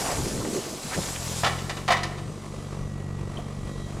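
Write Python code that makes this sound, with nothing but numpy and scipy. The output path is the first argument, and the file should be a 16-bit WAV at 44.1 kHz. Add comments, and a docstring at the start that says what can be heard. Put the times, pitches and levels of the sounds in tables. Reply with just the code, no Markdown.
"""Twigs rustle, stems thrash, thud and creak: a forestry forwarder drops brush on its bed.
The steel grapple swings open and clanks against its stops, echoing off the forest edge.
Underneath, diesel firings puff through the exhaust; the engine sags under load and recovers.
The hydraulic pump whines, oil hisses through the valves, light wind buffets the microphone."""
import sys
import numpy as np
from scipy import signal
from scipy.fft import rfft, irfft, next_fast_len
from scipy.io import wavfile
from scipy.ndimage import uniform_filter1d, map_coordinates

SR = 44100
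rng = np.random.default_rng(int(sys.argv[2]) if len(sys.argv) > 2 else 0)


def to_wav(sig):
    """Store sig (one row per channel, or 1-D mono) as 16-bit WAV at the path in sys.argv[1].

    Samples outside -1..1 are clipped; the rate is SR.
    """
    pcm = np.clip(np.atleast_2d(sig), -1, 1) * 32767
    pcm = np.round(pcm).astype(np.int16)
    wavfile.write(sys.argv[1], SR, pcm.T)  # frames by channels


N = 176400

# wind at the microphone: t/s, level/dB
WIND_DB = [(0, -46), (.2, -38), (.42, -39), (.6, -66), (1.0, -49), (2.65, -54), (2.81, -37), (2.92, -45),
           (3.25, -41.5), (3.48, -48), (3.66, -35.5), (4, -44)]
# wind spectrum: f/Hz, density/dB
WIND_SPECTRUM = [(10, -9), (32, 1), (120, -2.5), (250, -19), (800, -59)]
# forest edge decay: f/Hz, t60/s
FOREST_T60_S = [(200, 0.82), (2000, 0.74), (9000, 0.36)]

# engine speed: t/s, firing rate/Hz
FIRING_HZ = [(0, 47), (.8, 46), (1.07, 44.8), (1.38, 41.3), (1.49, 41.6), (1.63, 45.6), (1.75, 47.8),
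             (1.92, 45.9), (1.98, 46), (2.2, 48.7), (2.35, 49.6), (2.93, 47.3), (3.55, 47.7), (4, 47.5)]
# exhaust: t/s, level/dB
EXHAUST_DB = [(0, -43), (.5, -51), (.75, -50.5), (.95, -44.5), (1.15, -36.5), (1.4, -32.5), (1.75, -35.5),
              (2.05, -33.5), (2.4, -41), (2.7, -36), (3.1, -34), (3.5, -35.5), (4, -36)]
# exhaust direction: t/s, left minus right/dB
EXHAUST_PAN_DB = [(1.5, 0.5), (2.2, -0.5), (3, -3)]
# pipe and silencer: f/Hz, gain/dB
PIPE_RESPONSE = [(20, -45), (47, -4), (95, 0.5), (143, 2.5), (190, -4.5), (250, -21), (340, -19),
                 (480, -20.5), (800, -41.5), (2000, -74)]
# machine hums: f/Hz, base level/dB
HUM_TONES = [(215.3, -47.5), (333.8, -56.5)]
# hums, strongest as the crane swings: t/s, gain/dB
HUM_GAIN_DB = [(.8, -11), (1.5, -1), (2.4, -0.5), (3.2, 2.5), (4, 1.5)]
# diesel clatter: f/Hz, density/dB
CLATTER_SPECTRUM = [(100, -4.5), (200, 1), (430, 0), (650, -4), (900, -9.5), (1150, -5), (1520, -16.5),
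                    (2200, -16), (3500, -22.5), (8000, -25), (11000, -33), (15000, -57)]
# hydraulic pump: t/s, level/dB
WHINE_DB = [(2.3, -69), (2.55, -61), (2.76, -65), (2.82, -58), (3.1, -56.5), (3.3, -60), (3.62, -60),
            (3.7, -54), (3.87, -56), (3.95, -65)]
# oil in the crane's valves: t/s, base level/dB
HISS_DB = [(1.4, -63), (2.2, -54.5), (2.65, -52), (3.1, -62), (3.7, -53), (4, -53.5)]
# oil rush: f/Hz, density/dB
OIL_SPECTRUM = [(1500, -16), (3500, 0.5), (7500, -0.5), (10500, -7.5), (16000, -28)]
# valve whistles: f/Hz
VALVE_WHISTLE_HZ = [3230, 3900, 5950, 6900, 8400, 10500]
# band of one whistle: f/centre, density/dB
WHISTLE_SHAPE = [(.8, -60), (.96, -15), (1, 0), (1.04, -15), (1.25, -60)]

# twigs and leaves: t/s, level/dB
RUSTLE_DB = [(0, -31.5), (.27, -35), (.46, -38.5), (.56, -35.5), (.75, -40.5), (.83, -38), (.93, -35),
             (1.05, -34), (1.21, -37), (1.4, -33.5), (1.52, -40.5), (1.85, -49), (2.6, -64)]
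# twig spectrum: f/Hz, density/dB
TWIG_SPECTRUM = [(200, -10.5), (500, 4), (800, 5), (1600, -1), (3000, -1.5), (4200, 2), (7600, 4),
                 (10000, -1.5), (13000, -9.5), (16000, -25)]
# stems thrashing together: centre/s, spread/s, f/Hz, spread/octaves, level/dB
STEM_THRASHES = [(.01, .03, 248, 1.14, -38), (.09, 0.04, 1470, 0.68, -34), (.1, 0.043, 730, 0.22, -31),
                 (0.198, 0.013, 151, 1.49, -26), (0.261, 0.021, 296, 0.72, -30),
                 (.345, 0.019, 258, 0.52, -30), (.405, 0.019, 185, 0.71, -31),
                 (0.42, 0.0085, 1190, 0.19, -39), (.458, 0.0052, 910, 0.67, -34),
                 (.472, 0.017, 315, 0.33, -29.5), (.555, 0.029, 367, 0.41, -28),
                 (.68, 0.02, 372, 0.45, -38.5), (.735, 0.011, 370, 0.41, -34.5),
                 (0.864, .01, 170, 0.48, -35.5), (.928, .008, 1400, 0.65, -33),
                 (0.976, .014, 456, 0.55, -30), (.992, 0.014, 135, 0.78, -28),
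                 (1.088, 0.0037, 1110, 0.54, -37), (1.162, 0.0039, 2940, 0.17, -32),
                 (2.26, 0.04, 148, 0.26, -36.5)]
# stem body: f/Hz, gain/dB
STEM_RESPONSE = [(25, -30), (60, -2.5), (110, 0.5), (2000, -1), (5000, -9)]

# grapple and crane pins knocking in their bushes: t/s, f/Hz, level/dB, t60/s
PIN_KNOCKS = [(1.9, 703, -22, .08), (1.937, 1995, -18.5, 0.074), (3.047, 910, -42, 0.015),
              (3.371, 3130, -35, 0.032), (3.389, 3300, -42.5, 0.038), (3.388, 686, -27, 0.055)]
# band of one pin's ring: f/centre, density/dB
PIN_SHAPE = [(.4, -50), (.85, -26), (.97, -7), (1, 0), (1.03, -7), (1.18, -26), (2.5, -55)]
# steel contacts of the grapple: t/s, base level/dB, tilt/(dB per octave)
GRAPPLE_CONTACTS = [(1.433, -16.5, -3), (1.443, -15.5, 0.5), (1.461, -16.5, -0.5), (1.47, -19.5, -1.5),
                    (1.519, -33.5, 4), (1.584, -31.5, 2), (1.694, -22, 1.5), (1.767, -29.5, 2.5),
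                    (1.878, -20.5, 1.5), (1.884, -16.5, -3), (1.903, -12.5, -1), (1.914, -19, -0.5),
                    (1.921, -16.5, 1), (1.938, -27, -1.5), (1.966, -25, 1), (2.031, -22, 2.5),
                    (2.18, -34, -1)]
# grapple modes: f/Hz, gain half closed/dB, gain wide open/dB, t60/s
GRAPPLE_MODES = [(373.5, -17.5, -17, 1), (689, -6, -0.5, 0.11), (741, 0, 4.5, .11), (799, 1, -3, 0.12),
                 (989, -4, -3.5, 0.2), (1077, -0.5, -2, 0.12), (1146, -3, -1, 0.11), (1289, -6, -4, 0.16),
                 (1336, -2.5, -17, 0.13), (1723, -4.5, -16, .15), (1812, -4, -3, 0.21), (1956, -4, 0, .11),
                 (2280, -6, -9.5, 0.24), (2680, -10, -13, 0.18), (2950, -6.5, -8.5, 0.19),
                 (3500, -1.5, -24, 0.11), (3670, -18, -10, 0.15), (3960, -8, -15, 0.16),
                 (4910, -21, -20, 0.13)]
# jaws opening: start/s, end/s
JAW_TRAVEL_S = [1.5, 1.85]
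# contact crash: f/Hz, density/dB
CRASH_SPECTRUM = [(100, -18), (430, -15.5), (550, -2), (780, -1.5), (870, -7), (1300, -4.5), (1480, -8.5),
                  (3000, -9), (4800, -12.5), (7000, -20), (11000, -32), (16000, -63)]

# microphone port balance: f/Hz, left minus right/dB
PORT_BALANCE_DB = [(40, 2.5), (170, 3.5), (300, -2), (470, -4), (620, -1.3), (1300, -2), (1750, 0.5),
                   (6500, 0.5), (11000, 2.5), (13500, 0.5)]
# microphone port phase: f/Hz, left lead/rad
PORT_LEAD_RAD = [(4900, 0), (6300, -0.39), (10000, -0.29), (11800, -0.1)]

TIME_S = np.arange(N) / SR
HALF_LEFT_RIGHT = np.array([[.5], [-.5]])


def amp(db):
    """Decibels to gain."""
    return 10 ** (np.asarray(db) / 20)


def unit(x):
    """Scale to rms 1."""
    return x / np.sqrt(np.mean(x ** 2) + 1e-20)


def along(points, hz):
    """Interpolate (f/Hz, value) points on a log axis."""
    points_hz, values = np.transpose(points)
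    return np.interp(np.log(hz + 1), np.log(points_hz + 1), values)


def curve(points):
    """Interpolate (t/s, value) points per sample."""
    return np.interp(TIME_S, *np.transpose(points))


def wobble(rate_hz):
    """Smooth random curve with knots at rate_hz."""
    knots = rng.standard_normal(int(N * rate_hz / SR) + 4)
    return map_coordinates(knots, [TIME_S * rate_hz])


def coloured(x, response):
    """Minimum-phase filter from (f/Hz, gain/dB) points."""
    size = 2 * next_fast_len(x.shape[-1] // 2 + 4096)
    gain = amp(along(response, np.fft.rfftfreq(size, 1 / SR)))
    cepstrum = irfft(np.log(gain))
    cepstrum[1:size // 2] *= 2
    cepstrum[size // 2 + 1:] = 0
    return irfft(rfft(x, size) * np.exp(rfft(cepstrum)), size)[..., :x.shape[-1]]


def noise(spectrum):
    """Coloured noise, rms 1."""
    return unit(coloured(rng.standard_normal(N), spectrum))


def band_noise(centre_hz, shape):
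    """Noise band around centre_hz, rms 1."""
    return noise([(centre_hz * ratio, db) for ratio, db in shape])


def patchy(x, depth_db):
    """Random swells, about 600 Hz by 60 ms each; rms 1."""
    bins = signal.stft(x, nperseg=512)[2]
    field = uniform_filter1d(rng.standard_normal(bins.shape), 7, axis=0)
    field = unit(uniform_filter1d(field, 11, axis=1))
    return unit(signal.istft(bins * amp(depth_db * field), nperseg=512)[1][:N])


def add(track, start_s, sound):
    """Mix sound into track at start_s."""
    part = track[max(round(start_s * SR), 0):][:len(sound)]
    part += sound[:len(part)]


def grains(times_s, hz, gains, t60_cycles, samples):
    """Sum of short damped sines."""
    cycles = hz[:, None] * TIME_S[:samples]
    waves = gains[:, None] * np.sin(2 * np.pi * cycles) * amp(-60 * cycles / t60_cycles)
    index = (np.abs(times_s) * SR).astype(int)[:, None] + np.arange(samples)
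    return np.bincount(index.ravel(), waves.ravel(), N)[:N]


def stereo(mid, side, side_db=-22):
    """Mid and side to left and right."""
    return np.array([mid + amp(side_db) * side, mid - amp(side_db) * side])


def wind(buffet_db=3):
    """Soft low buffets at the microphone."""
    return amp(curve(WIND_DB)) * unit(noise(WIND_SPECTRUM) * amp(buffet_db * wobble(12)))


def forest_echo(x, delay_s=.018, gain_db=-11):
    """Diffuse echo from the trees; treble dies first."""
    hz, t, bins = signal.stft(rng.standard_normal((2, SR)), SR, nperseg=256)
    decay = amp(-60 * t / along(FOREST_T60_S, hz)[:, None])
    tail = signal.istft(bins * decay, SR, nperseg=256)[1]
    tail /= np.linalg.norm(tail[0])
    delayed = np.pad(x, (int(delay_s * SR), 0))
    mid, side = signal.fftconvolve(delayed[None], tail, axes=1)[:, :N]
    return amp(gain_db) * stereo(mid, side)


def hums(drift_rad=1):
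    """Machine hums with drifting phase."""
    tones = sum(amp(db) * unit(np.sin(2 * np.pi * hz * TIME_S + drift_rad * wobble(8)))
                for hz, db in HUM_TONES)
    return amp(curve(HUM_GAIN_DB)) * tones


def valves(rush_db=-2, whistle_db=-12.5, swell_db=3.5):
    """Oil rush with narrow whistles that come and go."""
    whistles = np.zeros(N)
    for hz in VALVE_WHISTLE_HZ:
        whistle = band_noise(hz, WHISTLE_SHAPE) * amp(swell_db * wobble(6))
        whistles += amp(along(OIL_SPECTRUM, hz)) * unit(whistle)
    return amp(curve(HISS_DB)) * (amp(rush_db) * noise(OIL_SPECTRUM) + amp(whistle_db) * whistles)


def pump(firing_cycles, pulsing, cycles_per_firing=40.65, rough_rad=.41):
    """Shaft-driven pump: the whine tracks engine speed."""
    phase_rad = 2 * np.pi * cycles_per_firing * firing_cycles + rough_rad * wobble(60)
    return amp(curve(WHINE_DB)) * unit(np.sin(phase_rad) * np.sqrt(pulsing))


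def exhaust(firing_cycles, jitter_s=.00012, scatter_db=1.5):
    """One puff per firing through pipe and silencer; rms 1."""
    firings = np.flatnonzero(np.diff(np.floor(firing_cycles)))
    lateness, strength = rng.standard_normal((300, 2))[:len(firings)].T
    index = np.clip(firings + jitter_s * SR * lateness, 0, N - 1).astype(int)
    puffs = np.bincount(index, amp(scatter_db * strength), N)
    return unit(coloured(puffs, PIPE_RESPONSE))


def engine(clatter_db=-42, pulse_db=2.6, lag_cycles=.15, flutter_db=1.73, throb_db=.7):
    """Diesel with pump and hums: each firing puffs, then rattles the block."""
    firing_cycles = np.cumsum(curve(FIRING_HZ)) / SR
    puffs = exhaust(firing_cycles)
    beat = np.cos(2 * np.pi * (firing_cycles - lag_cycles))
    pulsing = amp(pulse_db * beat + flutter_db * wobble(25.21))
    tones = hums() + pump(firing_cycles, pulsing)
    exhaust_db = curve(EXHAUST_DB) + throb_db * wobble(9) + curve(EXHAUST_PAN_DB) * HALF_LEFT_RIGHT
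    clatter = unit(pulsing * noise(CLATTER_SPECTRUM))
    return amp(exhaust_db) * puffs + amp(clatter_db) * clatter + tones


def twigs(snaps_per_s=500, snap_hz=4400, span_octaves=2.56, snap_db=-10, scatter_db=4, flutter_db=.45):
    """Wash of sliding twigs with many tiny snaps."""
    count = int(snaps_per_s * N / SR)
    when, pitch, strength = rng.random((8000, 3))[:count].T
    gains = amp(-scatter_db * np.log(np.maximum(strength, .04)))
    hz = snap_hz * 2 ** (span_octaves * (pitch - .5))
    snaps = grains(when * N / SR, hz, gains, t60_cycles=5, samples=200)
    wash = patchy(noise(TWIG_SPECTRUM), depth_db=1.5)
    mid = unit(wash + amp(snap_db) * unit(coloured(snaps, TWIG_SPECTRUM)))
    return stereo(mid, noise(TWIG_SPECTRUM)) * amp(curve(RUSTLE_DB) + flutter_db * wobble(60.2))


def creak(start_s=.912, length_s=.052, from_hz=1150, to_hz=3000, slips_per_s=420, level_db=-36.5):
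    """A stem sticks and slips off the jaws; pitch climbs as the contact tightens."""
    count = int(length_s * slips_per_s)
    lateness, detune, strength = rng.standard_normal((3, count))
    progress = (np.arange(count) + .25 * lateness) / count
    hz = from_hz * (to_hz / from_hz) ** (progress + .2 * detune)
    slips = grains(start_s + length_s * progress, hz, amp(3 * strength), t60_cycles=15, samples=1200)
    return amp(level_db) * unit(slips) * np.sqrt(length_s * SR / N)


def stems(knocks_per_s=1500):
    """Each thrash: a flurry of dull, quickly damped knocks of green wood."""
    out = np.zeros(N)
    for centre_s, spread_s, hz, octaves, db in STEM_THRASHES:
        count = int(knocks_per_s * spread_s * 6)
        lateness, detune, strength = rng.standard_normal((1000, 3))[:count].T
        times_s = centre_s + spread_s * np.linspace(-3, 3, count) + lateness / knocks_per_s
        knock_hz = np.clip(hz * 2 ** (octaves * detune), 40, 8000)
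        knocks = grains(times_s, knock_hz, strength * np.sqrt(knock_hz), t60_cycles=11.2, samples=1500)
        swell = np.exp(-((TIME_S - centre_s) / spread_s) ** 2 / 4)
        out += amp(db) * unit(swell * knocks) * np.sqrt(np.mean(swell ** 2))
    return coloured(out, STEM_RESPONSE)


def pins():
    """Each pin knocks in its bush: one short, narrow ring."""
    out = np.zeros(N)
    for start_s, hz, db, t60_s in PIN_KNOCKS:
        add(out, start_s, amp(db - 60 * TIME_S / t60_s) * band_noise(hz, PIN_SHAPE))
    return out


def jaw_stop(start_s=1.922, level_db=-24.5, t60_s=.017):
    """Brief, bright crack of steel on steel as the jaws reach their stop."""
    out, t = np.zeros(N), TIME_S[:SR // 10]
    burst = unit(uniform_filter1d(rng.standard_normal(len(t)), size=3))
    add(out, start_s, amp(level_db - 60 * t / t60_s) * burst)
    return out


def grapple(crash_db=-2, crash_t60_s=.09, ring_db=-10.3, scatter_db=1.5, linewidth_hz=30, attack_s=.003):
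    """Each contact: a crash plus a ring roughened by loose joints; mode gains shift as the jaws open."""
    out, t = np.zeros(N), TIME_S[:int(.7 * SR)]
    hz, half_closed_db, open_db, t60_s = np.transpose(GRAPPLE_MODES)[:, :, None]
    attack = 1 - np.exp(-t / attack_s)
    decay = amp(-60 * t / t60_s)
    step_rad = np.sqrt(2 * np.pi * linewidth_hz / SR)
    for start_s, db, db_per_octave in GRAPPLE_CONTACTS:
        tilt_db = lambda f: db_per_octave * np.log2(f / 1500)
        spectrum = [(f, density_db + tilt_db(f)) for f, density_db in CRASH_SPECTRUM]
        crash = unit(coloured(rng.standard_normal(len(t)), spectrum)) * amp(-60 * t / crash_t60_s)
        opening = np.interp(start_s, JAW_TRAVEL_S, [0, 1])
        mode_db = half_closed_db + (open_db - half_closed_db) * opening
        gains = amp(mode_db + tilt_db(hz) + scatter_db * rng.standard_normal(hz.shape))
        rattle_rad = step_rad * np.cumsum(rng.standard_normal(decay.shape), axis=1)
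        phase_rad = 2 * np.pi * (hz * t + rng.random(hz.shape)) + rattle_rad
        ring = np.sum(gains * decay * np.sin(phase_rad), axis=0)
        add(out, start_s, amp(db) * (amp(crash_db) * crash + amp(ring_db) * ring) * attack)
    return out


def scene():
    """Machine straight ahead; only the steel echoes off the trees."""
    steel = grapple() + pins() + jaw_stop()
    return steel + forest_echo(steel) + engine() + valves() + twigs() + stems() + creak() + wind()


def record(dry, cutoff_hz=15900):
    """Two microphone ports, slightly unequal in colour and phase; band-limited."""
    size = next_fast_len(N + SR // 4)
    hz = np.fft.rfftfreq(size, 1 / SR)
    balance = amp(along(PORT_BALANCE_DB, hz) * HALF_LEFT_RIGHT)
    phase_shift = np.exp(1j * along(PORT_LEAD_RAD, hz) * HALF_LEFT_RIGHT)
    return irfft(rfft(dry, size) * balance * phase_shift * (hz < cutoff_hz), size)[:, :N]


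dry = scene()
out = record(dry)
to_wav(out)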